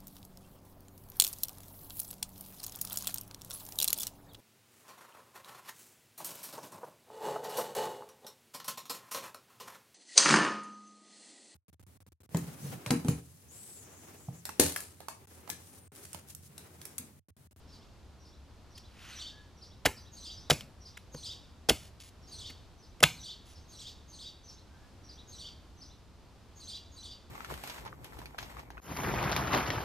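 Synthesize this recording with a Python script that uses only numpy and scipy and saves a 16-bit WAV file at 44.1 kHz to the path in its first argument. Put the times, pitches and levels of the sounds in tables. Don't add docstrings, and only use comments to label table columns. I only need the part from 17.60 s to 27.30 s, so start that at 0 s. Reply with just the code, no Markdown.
import sys
import numpy as np
from scipy import signal
from scipy.fft import rfft, irfft, next_fast_len
from scipy.io import wavfile

SR = 44100
rng = np.random.default_rng(int(sys.argv[2]) if len(sys.argv) > 2 else 0)


def output_pcm(signal):
    pcm = np.clip(np.atleast_2d(signal).T, -1, 1) * 32767
    wavfile.write(sys.argv[1], SR, np.round(pcm).astype(np.int16))


N = 427753

# start_s, knock_db, crack_after_s, crack_half_s, crack_db, crack_hz,
# crack_width_ratio, splinter_db, stop_db, shudder_hz, thump_after_s, thump_db, push_s
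CHOPS = [(2.2562, -18.5, 0.0063, 0.0025, -16.5, 2360, 1, -1.5, -29.5, 264, 0.0097, -15, .0087),
         (2.9015, -17.5, .0066, 0.0017, -14.5, 3020, 1, -1.5, -23, 180, 0.014, -19, .0026),
         (4.0901, -18.5, .0069, .0021, -15.5, 3540, .8, 0.5, -24, 245, .0195, -15, 0.008),
         (5.4294, -16, .0088, .0015, -6.5, 2900, 0.27, -4, -29.5, 125, .011, -16.5, 0.0055)]
# time_s, half_length_s, level_db, pitch_hz, splinter_db
TAPS = [(1.181, 0.0036, -52, 3300, 3.5), (2.252, 0.00066, -28, 2600, -5.5), (3.009, 0.00055, -33, 2760, -6),
        (3.375, 0.0027, -41, 2230, -2), (3.548, .0028, -40.5, 450, -10), (4.403, 0.0011, -54, 6030, 2),
        (4.903, 0.0045, -46.5, 2160, -3), (5.406, .0014, -37.5, 2480, 1)]
# time_s, level_db, push_s
NUDGES = [(3.548, -35, .0025), (4.903, -45.5, 0.0021), (5.409, -41, .001)]
# start_s, length_s, level_db
SCRAPES = [(2.924, 0.02, -38), (2.968, 0.063, -54), (4.123, .19, -58), (4.396, 0.037, -53.5),
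           (4.421, 0.087, -57), (5.84, 0.12, -61)]
# pitch_hz, width_hz, gain_db
STICK_MODES = [(480, 56, 5), (630, 160, -0.5), (1267, 28, -1.5), (1460, 120, 0.5), (1740, 210, -1),
               (2110, 150, -0.5), (3090, 780, 3), (3450, 200, -3), (5040, 1400, -2), (7180, 210, -3),
               (11130, 80, -2)]
# pitch_hz, gain_db, t60_s
LOG_MODES = [(61.7, -17.5, 0.21), (92, -13.5, 0.14), (149, -1, 0.086), (244, -3.5, 0.068),
             (292, -10.5, 0.075), (478, 0.5, 0.046), (610, -1.5, .05)]
# fastest_s, level_db
SLEEVE_SLIDES = [(1.516, -51)]
# frequency_hz, density_db
CLOTH_SPECTRUM = [(500, -25), (900, -12), (1350, -1.5), (1900, -2.5), (2800, 0), (4000, -6), (6000, -10.5),
                  (8500, -15), (10500, -16.5), (15000, -19)]

# offset_s, pitch_ratio, amplitude_ratio
WHISTLE_SHAPE = [(-.032, 1.03, 0), (-.012, 1.005, 1), (.012, .995, .9), (.026, .985, 0)]
ARCH_SHAPE = [(-.018, .72, 0), (-.011, .87, .4), (-.005, .99, .9), (0, 1, 1), (.007, .94, .8),
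              (.014, .8, .35), (.02, .72, 0)]
RISE_SHAPE = [(-.028, .82, 0), (-.017, .87, .7), (-.006, .96, 1), (.002, 1.02, 1), (.01, 1.04, .6),
              (.02, .88, .4), (.036, .7, 0)]
PEAK_SHAPE = [(-.022, .62, 0), (-.014, .81, .7), (-.006, .93, .9), (0, 1.02, 1), (.005, .88, .9),
              (.013, .77, .9), (.035, .67, 0)]
SLUR_SHAPE = [(-.016, .7, 0), (-.006, .9, .4), (0, 1.02, .9), (.012, .89, 1), (.03, .85, .7),
              (.046, .86, 0)]
FAR_SHAPE = [(-.05, .985, 0), (-.02, 1, 1), (.02, 1.003, .9), (.06, .99, 0)]
# shape, after_accent_s, pitch_hz, level_db, overtone_db
LONG_PHRASE = [(WHISTLE_SHAPE, -.105, 6450, -11, -16), (SLUR_SHAPE, -.079, 4700, -5.5, -11),
               (WHISTLE_SHAPE, -0.03, 6020, -7.5, -24), (PEAK_SHAPE, 0, 4500, -1.2, -9),
               (WHISTLE_SHAPE, .027, 4800, -3.3, -43), (RISE_SHAPE, 0.059, 3760, -.5, -22.5),
               (WHISTLE_SHAPE, .078, 4650, -7, -30)]
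SHORT_PHRASE = [(WHISTLE_SHAPE, -.036, 5780, -10, -33.5), (ARCH_SHAPE, 0, 5200, -.5, -23),
                (WHISTLE_SHAPE, .048, 5850, -13.5, -30), (RISE_SHAPE, .092, 3900, -11, -26)]
# accent_s, level_db, pitch_ratio, hoarse_db
LONG_CALLS = [(1.605, -47.5, 0.96, -1), (2.65, -47.5, 1, 0), (3.65, -46.5, 1.005, 1), (4.805, -48, 0.99, 1),
              (5.65, -47, 0.98, -1), (6.209, -50.5, .99, 4), (6.61, -49, .995, -1),
              (7.808, -48.5, 0.97, -1), (9.088, -45.5, 1.005, -.5), (9.448, -49, .99, -1.5)]
SHORT_CALLS = [(.136, -57, .92, 6.5), (.658, -57.5, 0.99, 0.5), (1.162, -55, .98, 4.5),
               (2.03, -53, 0.97, -1), (2.382, -52, 1, -3), (2.776, -50, 1.02, -3.5),
               (3.265, -51.5, 0.99, 0), (4.681, -59, 0.97, 3), (5.24, -58.5, 1.02, 2), (5.96, -59, 1.03, 3),
               (6.896, -51.5, 1.06, -1), (7.503, -51, 0.97, -5), (8.226, -51, 1.02, -3.5)]
# frequency_hz, density_db
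RASP_SPECTRUM = [(1200, -30), (2200, -12.5), (3200, -1.5), (4800, 6), (6500, -3), (9000, -16),
                 (11000, -21.5), (15000, -14.5)]
# middle_s, pitch_hz, level_db
FAR_CALLS = [(1.72, 1690, -55.5), (1.81, 1680, -66), (7.125, 1570, -62), (7.175, 1700, -66),
             (6.5, 1040, -69)]
# frequency_hz, density_db
AIR_SPECTRUM = [(20, -9), (45, -2.5), (75, 4.5), (130, -7.5), (250, -11), (500, -17.5), (1000, -20),
                (2000, -28.5), (4500, -29), (7000, -36), (10000, -42), (15000, -44.5)]
# frequency_hz, side_to_mid_db
AIR_WIDTH = [(60, -12), (130, -9), (290, -11.5), (640, -9), (1410, -10), (3100, -7.5), (6820, -4.5),
             (15000, 3.5)]

# frequency_hz, level_db, t60_s
NEAR_ECHO = [(99.1, -18.5, 0.9), (400, -9, 0.053), (1200, -20, 0.25), (3000, -12.5, 0.092),
             (6870, -17, 0.14), (14000, -12, 0.21)]
FOREST_ECHO = [(100, -15, .7), (400, -29.5, 0.53), (1200, -32.5, 1), (3000, -20, 0.26), (7120, -20, 0.3),
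               (14000, -32.5, 0.54)]
CANOPY_ECHO = [(1025, -1, 0.18), (4000, -7, 0.76), (9000, -1.5, 0.29)]
# frequency_hz, lead_rad
LOG_PHASE = [(100, .15), (1400, .25), (4500, .8), (6700, -.2), (8000, -1.6), (8450, -3.1), (10000, -6.3),
             (11900, -9.4), (14000, -12.5), (16000, -16.3)]
TREE_PHASE = [(1000, .1), (3000, .25), (5000, .45), (9000, .5), (15000, 1.2)]


def contacts():
    # time_s, half_length_s, level_db, pitch_hz, splinter_db, width_ratio
    rows = [(*tap, .64) for tap in TAPS]
    for (s, knock_db, crack_after, crack_half, crack_db, crack_hz, crack_width,
         splinter_db, stop_db, shudder_hz, thump_after, thump_db, _) in CHOPS:
        knock = (s, .0014, knock_db, 540.4, -6, .6)
        tear = (s + .36 * crack_after, .0019, crack_db - 10, 1400, 2.5, .45)
        crack = (s + crack_after, crack_half, crack_db, crack_hz, splinter_db, crack_width)
        stop = (s + .0135, .0026, stop_db, 560, -4.5, .9)
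        shudder = (s + thump_after + .003, .006, thump_db - 13.5, shudder_hz, -23, .6)
        rows += [knock, tear, crack, stop, shudder]
    return rows


def bites(ringing, least_width=0, splinter_low_hz=3500, splinter_top_hz=11000, grain_db=4.0):
    out, t = np.zeros(N), np.arange(-SR // 50, SR // 12) / SR
    for s, half_s, db, hz, splinter_db, width_ratio in contacts():
        swell = np.exp(-.5 * (t / half_s) ** 2)
        swell *= np.clip(t / half_s + 2.8, 0, 1)
        snaps = swell * rng.standard_normal(len(t)) * from_db(grain_db * rng.standard_normal(len(t)))
        body = resonance(snaps, hz, max(width_ratio, least_width) * hz)
        body = stick(butter(body, 3.3 * hz, "low"), ringing)
        splinters = butter(snaps, splinter_low_hz, "high")
        splinters = stick(butter(splinters, splinter_top_hz, "low", order=1), ringing)
        sound = rms_one(body) + from_db(splinter_db) * rms_one(splinters)
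        add(out, s + t[0], from_db(db) * sound * np.sqrt(np.mean(swell ** 2)))
    return out


def stick(x, ringing, grip_spread=.006):
    shifts = np.exp(grip_spread * rng.standard_normal(len(STICK_MODES)))
    modes = (from_db(db) * resonance(x, hz * shift, width_hz)
             for (hz, width_hz, db), shift in zip(STICK_MODES, shifts))
    return x + ringing * sum(modes)


def log_thumps(jolt_db=-12.5, jolt_s=.002):
    pushes = list(NUDGES)
    for s, knock_db, *_, thump_after, thump_db, push_s in CHOPS:
        pushes.append((s, knock_db + jolt_db, jolt_s))
        pushes.append((s + thump_after, thump_db, push_s))
    force, out = np.zeros(N), np.zeros(N)
    for s, db, push_s in pushes:
        push = np.sin(np.linspace(0, np.pi, int(push_s * SR) + 3))
        add(force, s - push_s / 2, from_db(db) * push / push.sum())
    for hz, db, t60 in LOG_MODES:
        radius = np.exp(-np.log(1000) / (t60 * SR))
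        pole_real = radius * np.cos(2 * np.pi * hz / SR)
        mode = signal.lfilter([1, -pole_real], [1, -2 * pole_real, radius ** 2], force + 1e-18)
        out += from_db(db) * mode
    return butter(out, 35, "high")


def blade_scrapes(grain_db=3.5, band_hz=(2000, 13000)):
    out = np.zeros(N)
    for s, length_s, db in SCRAPES:
        size = int(length_s * SR)
        grains = rng.standard_normal(SR)[:size] * from_db(grain_db * drift(987, SR)[:size])
        sound = stick(butter(grains, band_hz, "band"), ringing=.5)
        add(out, s, from_db(db) * rms_one(sound) * signal.windows.tukey(size, .5))
    return out


def sleeve(swell_s=.1, fade_s=.088, grain_db=1.5):
    t, speed = np.arange(N) / SR, np.zeros(N)
    for s, db in SLEEVE_SLIDES:
        speed += from_db(db) * np.exp(-.5 * ((t - s) / np.where(t < s, swell_s, fade_s)) ** 2)
    return speed * rms_one(coloured_noise(CLOTH_SPECTRUM) * from_db(grain_db * drift(300, N)))


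def birds(far_gain_db=.5, direct_gain_db=4.0):
    flock = sing(LONG_PHRASE, LONG_CALLS, waver=.035) + sing(SHORT_PHRASE, SHORT_CALLS, waver=.026)
    far_bird = np.zeros(N)
    for s, hz, db in FAR_CALLS:
        call = bird_note(FAR_SHAPE, hz, overtone_db=-24, waver=.025)
        add(far_bird, s + FAR_SHAPE[0][0], from_db(db + far_gain_db) * call)
    return from_db(direct_gain_db) * trunks(flock) + echo(flock + far_bird, CANOPY_ECHO, build_s=.012)


def sing(phrase, calls, waver, rasp_db=-11.5, spread_s=.003, spread_ratio=.016, spread_db=1.7):
    tones, hoarseness = np.zeros(N), np.zeros(N)
    for s, call_db, pitch, hoarse_db in calls:
        for shape, after_s, hz, db, overtone_db in phrase:
            late_s, sharp, louder_db = rng.standard_normal(3) * [spread_s, spread_ratio, spread_db]
            start = s + after_s + late_s + shape[0][0]
            gain = from_db(call_db + db + louder_db)
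            note = bird_note(shape, hz * (pitch + sharp), overtone_db + hoarse_db, waver)
            add(tones, start, gain * note)
            add(hoarseness, start, gain * from_db(hoarse_db) * np.hanning(SR // 15))
    return tones + from_db(rasp_db) * hoarseness * coloured_noise(RASP_SPECTRUM)


def bird_note(shape, hz, overtone_db, waver):
    s, pitch, amplitude = np.transpose(shape)
    t = np.arange(s[0], s[-1], 1 / SR)
    quaver = 1 + waver * drift(1100, SR // 4)[:len(t)]
    flutter = from_db(2 * drift(600, SR // 4)[:len(t)])
    phase = 2 * np.pi * np.cumsum(hz * np.interp(t, s, pitch) * quaver) / SR
    overtones = from_db(overtone_db) * (np.sin(2 * phase) + from_db(-15) * np.sin(3 * phase))
    return np.interp(t, s, amplitude) * flutter * (np.sin(phase) + overtones)


def trunks(x, echo_db=-11.5, count=6):
    out = x.copy()
    for delay_s in np.linspace(.006, .036, count) + rng.uniform(-.002, .002, count):
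        add(out, delay_s, from_db(echo_db) * x)
    return out / np.sqrt(1 + count * from_db(echo_db) ** 2)


def echo(x, table, build_s):
    t, response = np.arange(SR) / SR, np.zeros(SR)
    white, hz = rfft(rng.standard_normal(SR)), np.fft.rfftfreq(SR, 1 / SR)
    for low_hz in 32 * 2. ** np.arange(9):
        centre_hz = low_hz * np.sqrt(2)
        t60 = at_hz(table, centre_hz, column=2)
        envelope = np.exp(-np.log(1000) * t / t60) * (1 - np.exp(-t / build_s))
        band = irfft(white * (hz >= low_hz) * (hz < 2 * low_hz), SR)
        response += from_db(at_hz(table, centre_hz)) * band * envelope / np.linalg.norm(envelope)
    return signal.fftconvolve(x, response)[:N]


def air(mid_db=-55, waver_db=.84):
    side = shaped(coloured_noise(AIR_SPECTRUM), lambda hz: from_db(at_hz(AIR_WIDTH, hz)))
    swell = from_db(mid_db + waver_db * drift(4, N))
    return swell * (coloured_noise(AIR_SPECTRUM) + np.array([side, -side]))


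def microphone(x, phase_lead):
    return shaped(x, lambda hz: np.exp(.5j * at_hz(phase_lead, hz) * np.array([[1], [-1]])))


def from_db(db):
    return 10 ** (np.asarray(db) / 20)


def rms_one(x):
    return x / np.sqrt(np.mean(x ** 2) + 1e-20)


def at_hz(table, hz, column=1):
    table = np.array(table)
    return np.interp(np.log(np.maximum(hz, 1)), np.log(table[:, 0]), table[:, column])


def add(track, s, sound):
    i = max(0, int(s * SR))
    track[i:i + len(sound)] += sound[:len(track) - i]


def butter(x, hz, kind, order=2):
    return signal.sosfilt(signal.butter(order, np.clip(hz, 10, .48 * SR), kind, fs=SR, output="sos"), x)


def resonance(x, hz, width_hz):
    return signal.lfilter(*signal.iirpeak(hz, hz / min(width_hz, SR / 4), fs=SR), x + 1e-18)


def shaped(x, gain_at):
    size = next_fast_len(N, real=True)
    return irfft(rfft(x, size) * gain_at(np.fft.rfftfreq(size, 1 / SR)), size)[..., :N]


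def coloured_noise(spectrum):
    return rms_one(shaped(rng.standard_normal(N), lambda hz: from_db(at_hz(spectrum, hz))))


def drift(rate_hz, size):
    steps = np.arange(size) * rate_hz / SR
    count = int(steps[-1]) + 2
    return np.interp(steps, np.arange(count), rng.standard_normal(count))


def scene():
    thumps, scrapes = log_thumps(), blade_scrapes()
    direct = bites(ringing=.9) + thumps + scrapes
    blurred = sum(bites(ringing=.15, least_width=.8) for _ in range(2)) / np.sqrt(2)
    scattered = blurred + thumps + scrapes
    near = direct + sleeve() + echo(scattered, NEAR_ECHO, build_s=.0087)
    far = echo(scattered, FOREST_ECHO, build_s=.035) + birds()
    return microphone(near, LOG_PHASE) + microphone(far, TREE_PHASE) + air()


def record(dry, rolloff_hz=13500, ceiling=.92, cutoff_hz=15300):
    clipped = np.clip(butter(dry, rolloff_hz, "low"), -ceiling, ceiling)
    return signal.sosfilt(signal.ellip(10, .1, 80, cutoff_hz, fs=SR, output="sos"), clipped)


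dry = scene()
out = record(dry)
output_pcm(out)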